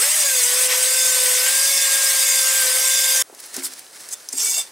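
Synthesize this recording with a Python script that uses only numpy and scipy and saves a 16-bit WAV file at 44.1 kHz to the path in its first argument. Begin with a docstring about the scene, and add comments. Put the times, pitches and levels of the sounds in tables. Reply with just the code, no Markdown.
"""A workshop bench, where a drill spins a hone in an oiled cylinder liner: the motor whines as harmonics
of its shaft speed, the stones hiss as friction noise, and the liner's resonances sing as each stroke nears
the rim. The honing breaks off abruptly. Rubber gloves rustle and snap over the drill as shaped noise,
struck modes knock on the bench, and the still hone scrapes up the bore over faint room air."""
import sys
import numpy as np
from scipy import signal
from scipy.fft import rfft, irfft, next_fast_len
from scipy.io import wavfile
from scipy.ndimage import uniform_filter1d, map_coordinates

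SR = 44100
rng = np.random.default_rng(int(sys.argv[2]) if len(sys.argv) > 2 else 0)


def wav_out(sig):
    """Save sig, one row per channel (or a flat mono array), as 16-bit PCM at SR to the path in sys.argv[1]."""
    wavfile.write(sys.argv[1], SR, np.round(np.clip(np.atleast_2d(sig).T, -1, 1) * 32767).astype(np.int16))


N = 207711
TIME = np.arange(N) / SR

# motor speed: (time [s], shaft speed [turns/s])
SPEED = [(0, 400), (.04, 542), (.1, 607), (.17, 611), (.3, 532), (.43, 484), (.61, 511), (.72, 504),
         (.98, 519), (1.3, 503), (1.42, 506), (1.5, 527), (1.72, 549), (1.85, 538), (2, 540), (2.45, 524),
         (2.58, 530), (2.69, 512), (2.9, 528), (3.22, 524)]
# radiation of the drill's case: (frequency [Hz], relative level [dB])
CASE_RADIATION = [(400, -39), (485, -39), (505, -33), (519, -35.5), (533, -41), (548, -37), (562, -32),
                  (605, -43), (1450, -38), (1520, -38), (1555, -31), (1590, -31), (1618, -29.5),
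                  (1648, -36), (1830, -42)]
# weaker motor lines: (multiple of shaft speed [-], relative level [dB])
OVERTONES = [(1.085, -52), (1.335, -54), (2, -47), (4, -45), (5, -51), (6, -52)]
# the weak lines grow as the motor takes up its load: time to full load, starting level
LOAD_S, UNLOADED_DB = 0.81, -2
# the motor works less, and so whines less, with the stones at the rim
WHINE_RIM_DB = -3


def motor():
    """Harmonic radiation: lines at multiples of the shaft speed swell where the case favours their pitch."""
    speed, = curves(SPEED)
    angle = 2 * np.pi * np.cumsum(speed * (1 + 0.0018 * wobble(60.1))) / SR

    def line(multiple, db, flutter_db):
        level = amp(db + flutter_db * wobble(70))
        return np.sqrt(2) * level * np.sin(multiple * angle)

    shaft = line(1, along(CASE_RADIATION, speed) - .2, flutter_db=1.5)
    third_db = along(CASE_RADIATION, 3 * speed) - .4 + 1.6 * wobble(11)
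    third = line(3, third_db, flutter_db=2.2)
    load_db = UNLOADED_DB * np.clip(1 - TIME / LOAD_S, 0, 1)
    weak = sum(line(multiple, db + load_db + 0.37, flutter_db=4.0) for multiple, db in OVERTONES)
    whine = (shaft + third) * amp(WHINE_RIM_DB * stroke_height())
    return (whine + weak) * amp([[.6], [-.6]])


# spectrum of the bore scraped by the stones: (frequency [Hz], relative density [dB per Hz])
GRIND = [(25, -48), (110, -61), (200, -51), (430, -24.5), (800, -15), (1120, -9.5), (1420, -13),
         (1900, -4.5), (3000, -6), (4300, -7.5), (5100, -1.5), (7200, -3), (11800, -5.5), (16000, -16)]
# resonances of the rubbed steel: (frequency [Hz], width [Hz], relative level [dB])
STONES = [(8390, 720, 5.5), (10630, 220, -4.5), (14200, 250, -7), (15050, 150, -11)]
# resonances of the liner: (frequency [Hz], width [Hz], relative level [dB])
LINER = [(2163, 70, -4), (2574, 90, -9), (3536, 60, 1), (4840, 80, 1), (6550, 180, -5), (7254, 85, 3),
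         (10790, 230, -5)]
# brief chatters of the drive: (time [s], level [dB], spread [s])
CHATTERS = [(.06, -41, 0.028), (.72, -29, 0.013), (1.48, -33, 0.018)]
# each layer: level deep in the bore [dB], change at the rim [dB]
GEAR_DB, GEAR_RIM_DB = -26.5, -4.5
GRIND_DB, GRIND_RIM_DB = -20.5, -0.5
STONE_DB, STONE_RIM_DB = -19.5, -1
LINER_DB, LINER_RIM_DB = -31.5, 10
# as the stones bed in, their bright hiss gives way to grinding
STONE_DB_PER_S, GRIND_DB_PER_S = -1, 0.39
# beside a loud clink the honing ducks briefly, the bright hiss most, then recovers
DUCK_DB, DUCK_RECOVERY_S = -7.5, 0.017
HISS_DUCK_DB, HISS_RECOVERY_S = -12, 0.027  # added for the hiss


def hone():
    """Friction-driven resonance: stones grind the bore; at the rim the liner rings more, the gears less."""
    height = stroke_height()

    def low_share(hz):
        return 1 / (1 + (hz / 3600) ** 6)

    def low_grind(hz):
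        return colour(GRIND)(hz) * np.sqrt(low_share(hz))

    def high_grind(hz):
        return colour(GRIND)(hz) * np.sqrt(1 - low_share(hz))

    gear_level = amp(GEAR_DB + GEAR_RIM_DB * height) + swells(CHATTERS)
    gears = gear_level * friction(low_grind, rate=1500, grit=0.2, patchy_db=2.0)

    grind_db = GRIND_DB + GRIND_RIM_DB * height + GRIND_DB_PER_S * TIME
    grind = amp(grind_db) * friction(high_grind, rate=2700, grit=0.25, patchy_db=4.0)

    stone_db = STONE_DB + STONE_RIM_DB * height + STONE_DB_PER_S * TIME
    stone_db = stone_db + duck(HISS_DUCK_DB, HISS_RECOVERY_S)
    stone_db = stone_db + 0.23 * wobble(130) + 0.81 * wobble(15)
    stones = amp(stone_db) * friction(body(STONES), rate=1400, grit=0.26, patchy_db=2.0)

    ring = 0
    for hz, width, db in LINER:
        level = np.sqrt(width) * amp(db + 2.5 * wobble(18))
        ring = ring + level * friction(body([(hz, width, 0)]), rate=1500, grit=0.29, patchy_db=1.0)
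    liner = amp(LINER_DB + LINER_RIM_DB * height) * unit(ring)

    level = amp(0.36 * wobble(90) + duck(DUCK_DB, DUCK_RECOVERY_S))
    return level * (gears * amp([[.6], [-.6]]) + grind + stones + liner)


# strokes lifting the stones toward the rim: (time at the top [s], height [0-1], spread [s])
STROKES = [(0.323, 0.73, 0.13), (1.03, 0.83, 0.13), (1.722, 0.9, 0.18), (2.323, 1, 0.11), (2.977, 1, 0.17)]


def stroke_height():
    """Reciprocating motion as a sum of bells: 0 deep in the bore, 1 at the rim."""
    return sum(height * np.exp(-.5 * ((TIME - s) / spread) ** 2) for s, height, spread in STROKES)


DUCK_S = .669


def duck(depth_db, recovery_s):
    """Gain reduction: the level [dB] ducks at once and recovers exponentially."""
    since = TIME - DUCK_S
    return depth_db * (since > 0) * np.exp(-np.abs(since) / recovery_s)


# singing modes of the bore: (time [s], frequency [Hz], relative level [dB], spread [s])
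SQUEALS = [(.27, 4850, -28, .025), (.93, 4850, -28, .02), (.93, 7250, -27, .025), (1.04, 6530, -26, .04),
           (1.02, 3550, -29, .04), (1.65, 4860, -29, .025), (1.74, 2190, -33, .04), (1.77, 3545, -28, .015),
           (2.29, 6530, -27, .045), (2.97, 7270, -29, .05), (3.12, 4860, -28, .03),
           (4.145, 3555, -45, .012), (4.42, 6070, -27, .02), (4.45, 450, -45, .02),
           (4.483, 2280, -33, .016), (4.565, 2735, -34, .025), (4.592, 3560, -28, .012)]


def squeals():
    """Stick-slip excitation: each squeal is one wavering mode of the bore that swells and fades."""
    out = np.zeros(N)
    for s, hz, db, spread in SQUEALS:
        # higher modes are more heavily damped, so their pitch is less sure
        waver = np.sqrt(hz) * 0.000114 * wobble(250)
        angle = 2 * np.pi * np.cumsum(hz * (1 + waver)) / SR
        out += swells([(s, db, spread)]) * np.sqrt(2) * np.sin(angle)
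    return out * amp(1.7 * wobble(120) - 1.0)


# spectrum of the scrape: (frequency [Hz], relative density [dB per Hz])
SCRAPE = [(100, -45), (450, -21.5), (850, -13), (2300, -16.5), (4100, -13.5), (5000, -2.5), (6100, -2),
          (7200, 2), (8400, 3), (10000, -6), (12500, -10.5), (16000, -16)]
# short slips of the stones: (time [s], level [dB], spread [s])
SLIPS = [(4.117, -32, 0.0066), (4.134, -22, 0.0067), (4.331, -26.5, 0.0046)]
# the bore with the stones at rest against it: (frequency [Hz], width [Hz], relative level [dB])
BORE = [(2280, 28, -2), (2740, 45, -4), (3555, 20, 5), (4820, 40, 0), (5200, 90, -3), (6060, 70, -2),
        (7890, 80, -1), (8450, 120, 1)]
DRAW_UNTIL_S = 4.6
SCRAPE_DB, SCRAPE_DB_PER_S = -19.5, -2
# the bore rings more as the stones near the rim, and outlasts the scrape
BORE_DB, BORE_DB_PER_S, BORE_HANG_S = -31.5, 16, 0.013


def drawn_hone():
    """Sliding friction: the resting stones slip a little, then scrape up the bore and set it ringing."""
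    pressure = draw(SCRAPE_DB, SCRAPE_DB_PER_S, DRAW_UNTIL_S) * amp(0.88 * wobble(160)) + swells(SLIPS)
    scrape = pressure * friction(colour(SCRAPE), rate=2500, grit=0.36, patchy_db=4.5)
    ring_level = draw(BORE_DB, BORE_DB_PER_S, DRAW_UNTIL_S + BORE_HANG_S)
    ring = ring_level * friction(body(BORE), rate=2100, grit=0.19, patchy_db=-0.5)
    return scrape + ring


DRAW_FROM_S, DRAW_RISE_DB_PER_S, DRAW_FALL_DB_PER_S = 4.394, 304, 520


def draw(level_db, db_per_s, until_s):
    """Exponential envelope: attack, sloping hold and release of the pull, straight lines in dB."""
    attack_db = DRAW_RISE_DB_PER_S * np.minimum(TIME - DRAW_FROM_S, 0)
    hold_db = db_per_s * (np.clip(TIME, DRAW_FROM_S, until_s) - DRAW_FROM_S)
    release_db = DRAW_FALL_DB_PER_S * np.minimum(until_s - TIME, 0)
    return amp(level_db + attack_db + hold_db + release_db)


# light metal contacts: (time [s], peak level [dB], ring gain [-])
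CLINKS = [(.672, -7, 0.93), (3.348, -27.5, .05), (3.542, -21, .1), (3.565, -14.5, 0.23), (3.736, -23, .2),
          (4.088, -22, 0.35), (4.288, -13.5, 1)]
# modes of the hone's steel arms: (frequency [Hz], mean level [dB], t60 [s])
STEEL = [(5200, -1, .022), (6040, -2, .04), (7537, -2, .022), (8619, -7, .035), (9900, -9, .03),
         (11640, -6, .02)]
# dull knocks through the bench: (time [s], peak level [dB], ring gain [-])
KNOCKS = [(3.298, -35, 0.028), (3.326, -35, 0.045), (3.339, -42, .05), (3.37, -43, .05),
          (3.566, -31, 0.083), (3.579, -24, 1), (4.329, -38, 0.16), (4.337, -31.5, 1)]
# modes of the bench top: (frequency [Hz], mean level [dB], t60 [s])
BENCH = [(268, -3.5, .45), (276, 0, .1), (315, -6, .1), (358, -13, .25), (410, -9, .1)]


def contacts():
    """Impact excitation of modes: the hone's arms clink on the liner; the cylinder rocks on the bench."""
    clinks = strikes(CLINKS, STEEL, low_hz=4240, high_hz=12800, crack_t60=0.022)
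    knocks = strikes(KNOCKS, BENCH, low_hz=221, high_hz=1010, crack_t60=0.036)
    return clinks + knocks


# rustles as the hands move over the drill: (time [s], level [dB], spread [s])
GRIPS = [(3.45, -41, .06), (3.57, -34.5, 0.023), (3.69, -39.5, 0.13), (4.0, -41, 0.047),
         (4.11, -41.5, 0.044), (4.21, -45.5, 0.044), (4.33, -40, .035), (4.63, -40.5, 0.047)]
# spectrum of the rustling rubber: (frequency [Hz], relative density [dB per Hz])
GLOVE = [(60, -27), (200, -11.5), (400, -4.5), (1100, -8), (1700, 0), (2300, -3.5), (2900, -5.5),
         (5200, 0.5), (7000, -1.5), (9200, 1), (11000, -4.5), (13000, -13), (16000, -10)]
# rubber sliding over the drill's case: (time [s], level [dB], spread [s])
SWISHES = [(3.404, -35, .003), (3.463, -36, .004), (3.652, -22.5, 0.015), (3.794, -30.5, 0.0013)]
# spectrum of the sliding rubber: (frequency [Hz], relative density [dB per Hz])
SWISH = [(100, -40), (800, -16.5), (1650, -12), (2800, -21), (5300, -4), (6400, -10), (9200, 0.5),
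         (11500, -6), (14800, -10), (16000, -13)]
# snaps of the rubber: (time [s], peak level [dB], ring gain [-])
SNAPS = [(3.298, -47, 0.43), (3.608, -28, 0.92), (3.624, -27, 1), (3.667, -27, 1), (3.866, -29.5, 0.27)]


def gloves():
    """Friction noise and impacts: rubber crinkles, slides and snaps as the grip changes."""
    rustle_level = swells(GRIPS) * amp(1.6 * wobble(60))
    rustle = rustle_level * friction(colour(GLOVE), rate=500, grit=0.22, patchy_db=0.8)
    swish = swells(SWISHES) * friction(colour(SWISH), rate=5000, grit=0.21, patchy_db=4.0)
    rubber = [(1670, 0.16, 0.018), (2190, -2, .01)]  # (frequency [Hz], mean level [dB], t60 [s])
    snaps = strikes(SNAPS, rubber, low_hz=900, high_hz=4440, crack_t60=0.0094)
    return rustle + swish + snaps


# decay of the workshop: (frequency [Hz], t60 [s])
SHOP = [(200, 0.18), (2000, 0.69), (12000, 0.06)]


def workshop(x):
    """Reverberation: the walls answer with a noise tail in which each frequency dies at its own speed."""
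    hz, t, z = signal.stft(rng.standard_normal((2, SR // 2)), SR, nperseg=256)
    decay = amp(-60 * t / along(SHOP, hz)[:, None])
    tail = signal.istft(z * decay, SR, nperseg=256)[1]
    tail = tail / np.linalg.norm(tail[0])
    return signal.fftconvolve(np.atleast_2d(x), tail, axes=1)[:, :N]


# spectrum of the room air: (frequency [Hz], relative density [dB per Hz])
AIR = [(25, -22), (50, -10), (90, -3), (180, -5), (450, 8.5), (900, 6.5), (1300, 4.5), (1700, 4),
       (3000, -1.5), (6000, 1.5), (9000, 4), (13000, -5), (16000, -10)]
AIR_DB = -48.7


def room_air():
    """Stationary noise: a steady, faint, coloured hiss without grit."""
    return amp(AIR_DB) * friction(colour(AIR), rate=1000, grit=0, patchy_db=0)


# likeness of the two channels: (frequency [Hz], left-right correlation [-])
ALIKE = [(60, 0.82), (500, 0.86), (1200, 0.93), (2800, 0.86), (4500, 1), (7000, 0.96), (10000, 1),
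         (14000, 0.85)]


def friction(response, rate, grit, patchy_db):
    """Partly coherent noise of rms 1: hiss plus a share of grit catching rate times a second on average."""
    catches = unit((rng.random(N) < rate / SR) * rng.uniform(-1.05, 1, (2, N)))
    hiss = rng.standard_normal((2, N))
    force = patches(np.sqrt(1 - grit) * hiss + np.sqrt(grit) * catches, patchy_db)

    def mid_side(hz):
        turn = np.arccos(np.clip(along(ALIKE, hz), -1, 1)) / 2
        return response(hz) * np.array([np.cos(turn), np.sin(turn)])

    mid, side = filtered(force, mid_side)
    return unit(np.array([mid + side, mid - side]))


def patches(x, patchy_db):
    """Shifting contact: ever-changing narrow bands are favoured for a few hundredths of a second."""
    z = signal.stft(x, nperseg=512)[2]
    field = uniform_filter1d(rng.standard_normal(z.shape[1:]), size=3, axis=0)
    field = uniform_filter1d(field, size=6, axis=1)
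    return signal.istft(z * amp(patchy_db * unit(field)), nperseg=512)[1][:, :N]


def strikes(rows, modes, low_hz, high_hz, crack_t60):
    """Modal impact: each contact is a brief band of crack and rings the modes at new strengths."""
    out, t = np.zeros(N + SR), np.arange(SR // 2) / SR
    band = signal.butter(2, [low_hz, high_hz], "bandpass", fs=SR, output="sos")
    for s, db, ring_gain in rows:
        ring = 0
        for hz, level, t60 in modes:
            decay = amp(level + rng.normal(0, 4.7) - 60 * t / t60)
            ring = ring + decay * np.sin(2 * np.pi * hz * t)
        crack = unit(signal.sosfilt(band, rng.standard_normal(len(t)))) * amp(-60 * t / crack_t60)
        hit = signal.sosfilt(band, ring_gain * ring + crack)
        out[round(s * SR):][:len(t)] += amp(db) * hit / np.abs(hit).max()
    return out[:N]


def swells(rows):
    """Gaussian envelope: a bell for each (time [s], level [dB], spread [s])."""
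    return sum(amp(db) * np.exp(-.5 * ((TIME - s) / spread) ** 2) for s, db, spread in rows)


def body(modes):
    """Resonance: the summed response of damped modes (frequency [Hz], width [Hz], level [dB])."""
    def response(f):
        return sum(amp(db) * 1j * f * w / (c * c - f * f + 1j * f * w) for c, w, db in modes)
    return response


def colour(points):
    """Spectral shaping: the response of a broad spectrum."""
    return lambda hz: amp(along(points, hz))


def filtered(x, response):
    """Linear filtering: x times a complex response of frequency."""
    m = next_fast_len(N + SR // 2)
    return irfft(rfft(x, m) * response(np.fft.rfftfreq(m, 1 / SR)), m)[..., :N]


def wobble(rate):
    """Random modulation: a smooth curve with rate knots a second."""
    return map_coordinates(rng.standard_normal(int(N * rate / SR) + 4), [TIME * rate])


def curves(rows):
    """Linear interpolation in time: one value per sample for each column after the time."""
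    s, *cols = np.transpose(rows)
    return [np.interp(TIME, s, c) for c in cols]


def along(points, hz):
    """Logarithmic pitch: (frequency [Hz], value) points interpolated on a log axis."""
    f, v = np.transpose(points)
    return np.interp(np.log(hz + 1), np.log(f + 1), v)


def unit(x):
    """Power normalisation: scale to rms 1."""
    return x / np.sqrt(np.mean(x ** 2) + 1e-20)


def amp(db):
    """Logarithmic level: decibels to gain."""
    return 10 ** (np.asarray(db) / 20)


CUT_S = 3.224


def scene():
    """Superposition: honing until the abrupt break, then handling, over faint room air."""
    running = np.clip((CUT_S - TIME) * 1000, 0, 1)  # falls to 0 within a millisecond
    honing = motor() + hone() * amp([[.2], [-.2]])
    hands = (1 - running) * (gloves() + drawn_hone())
    handling = hands * amp([[-.15], [.15]]) + contacts()
    echo = amp(-20) * workshop(handling)
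    return running * honing + squeals() + handling + echo + room_air()


# phase between two microphone ports: (frequency [Hz], left minus right phase [rad])
PORTS = [(60, 0), (260, -0.15), (500, -0.72), (900, -0.69), (1600, -0.28), (2500, 0.86), (3100, -0.89),
         (4000, 0.17), (8500, -0.41), (10000, 0.071)]
TOP_HZ = 15780


def record(dry):
    """Phase difference, saturation and band limit: two ports, rounded peaks, nothing above TOP_HZ."""
    ported = filtered(dry, lambda hz: np.exp(.5j * along(PORTS, hz) * np.array([[1], [-1]])))
    ceiling = .62
    rounded = ported / (1 + np.abs(ported / ceiling) ** 6) ** (1 / 6)
    return filtered(rounded, lambda hz: hz < TOP_HZ)


dry = scene()
out = record(dry)
wav_out(out)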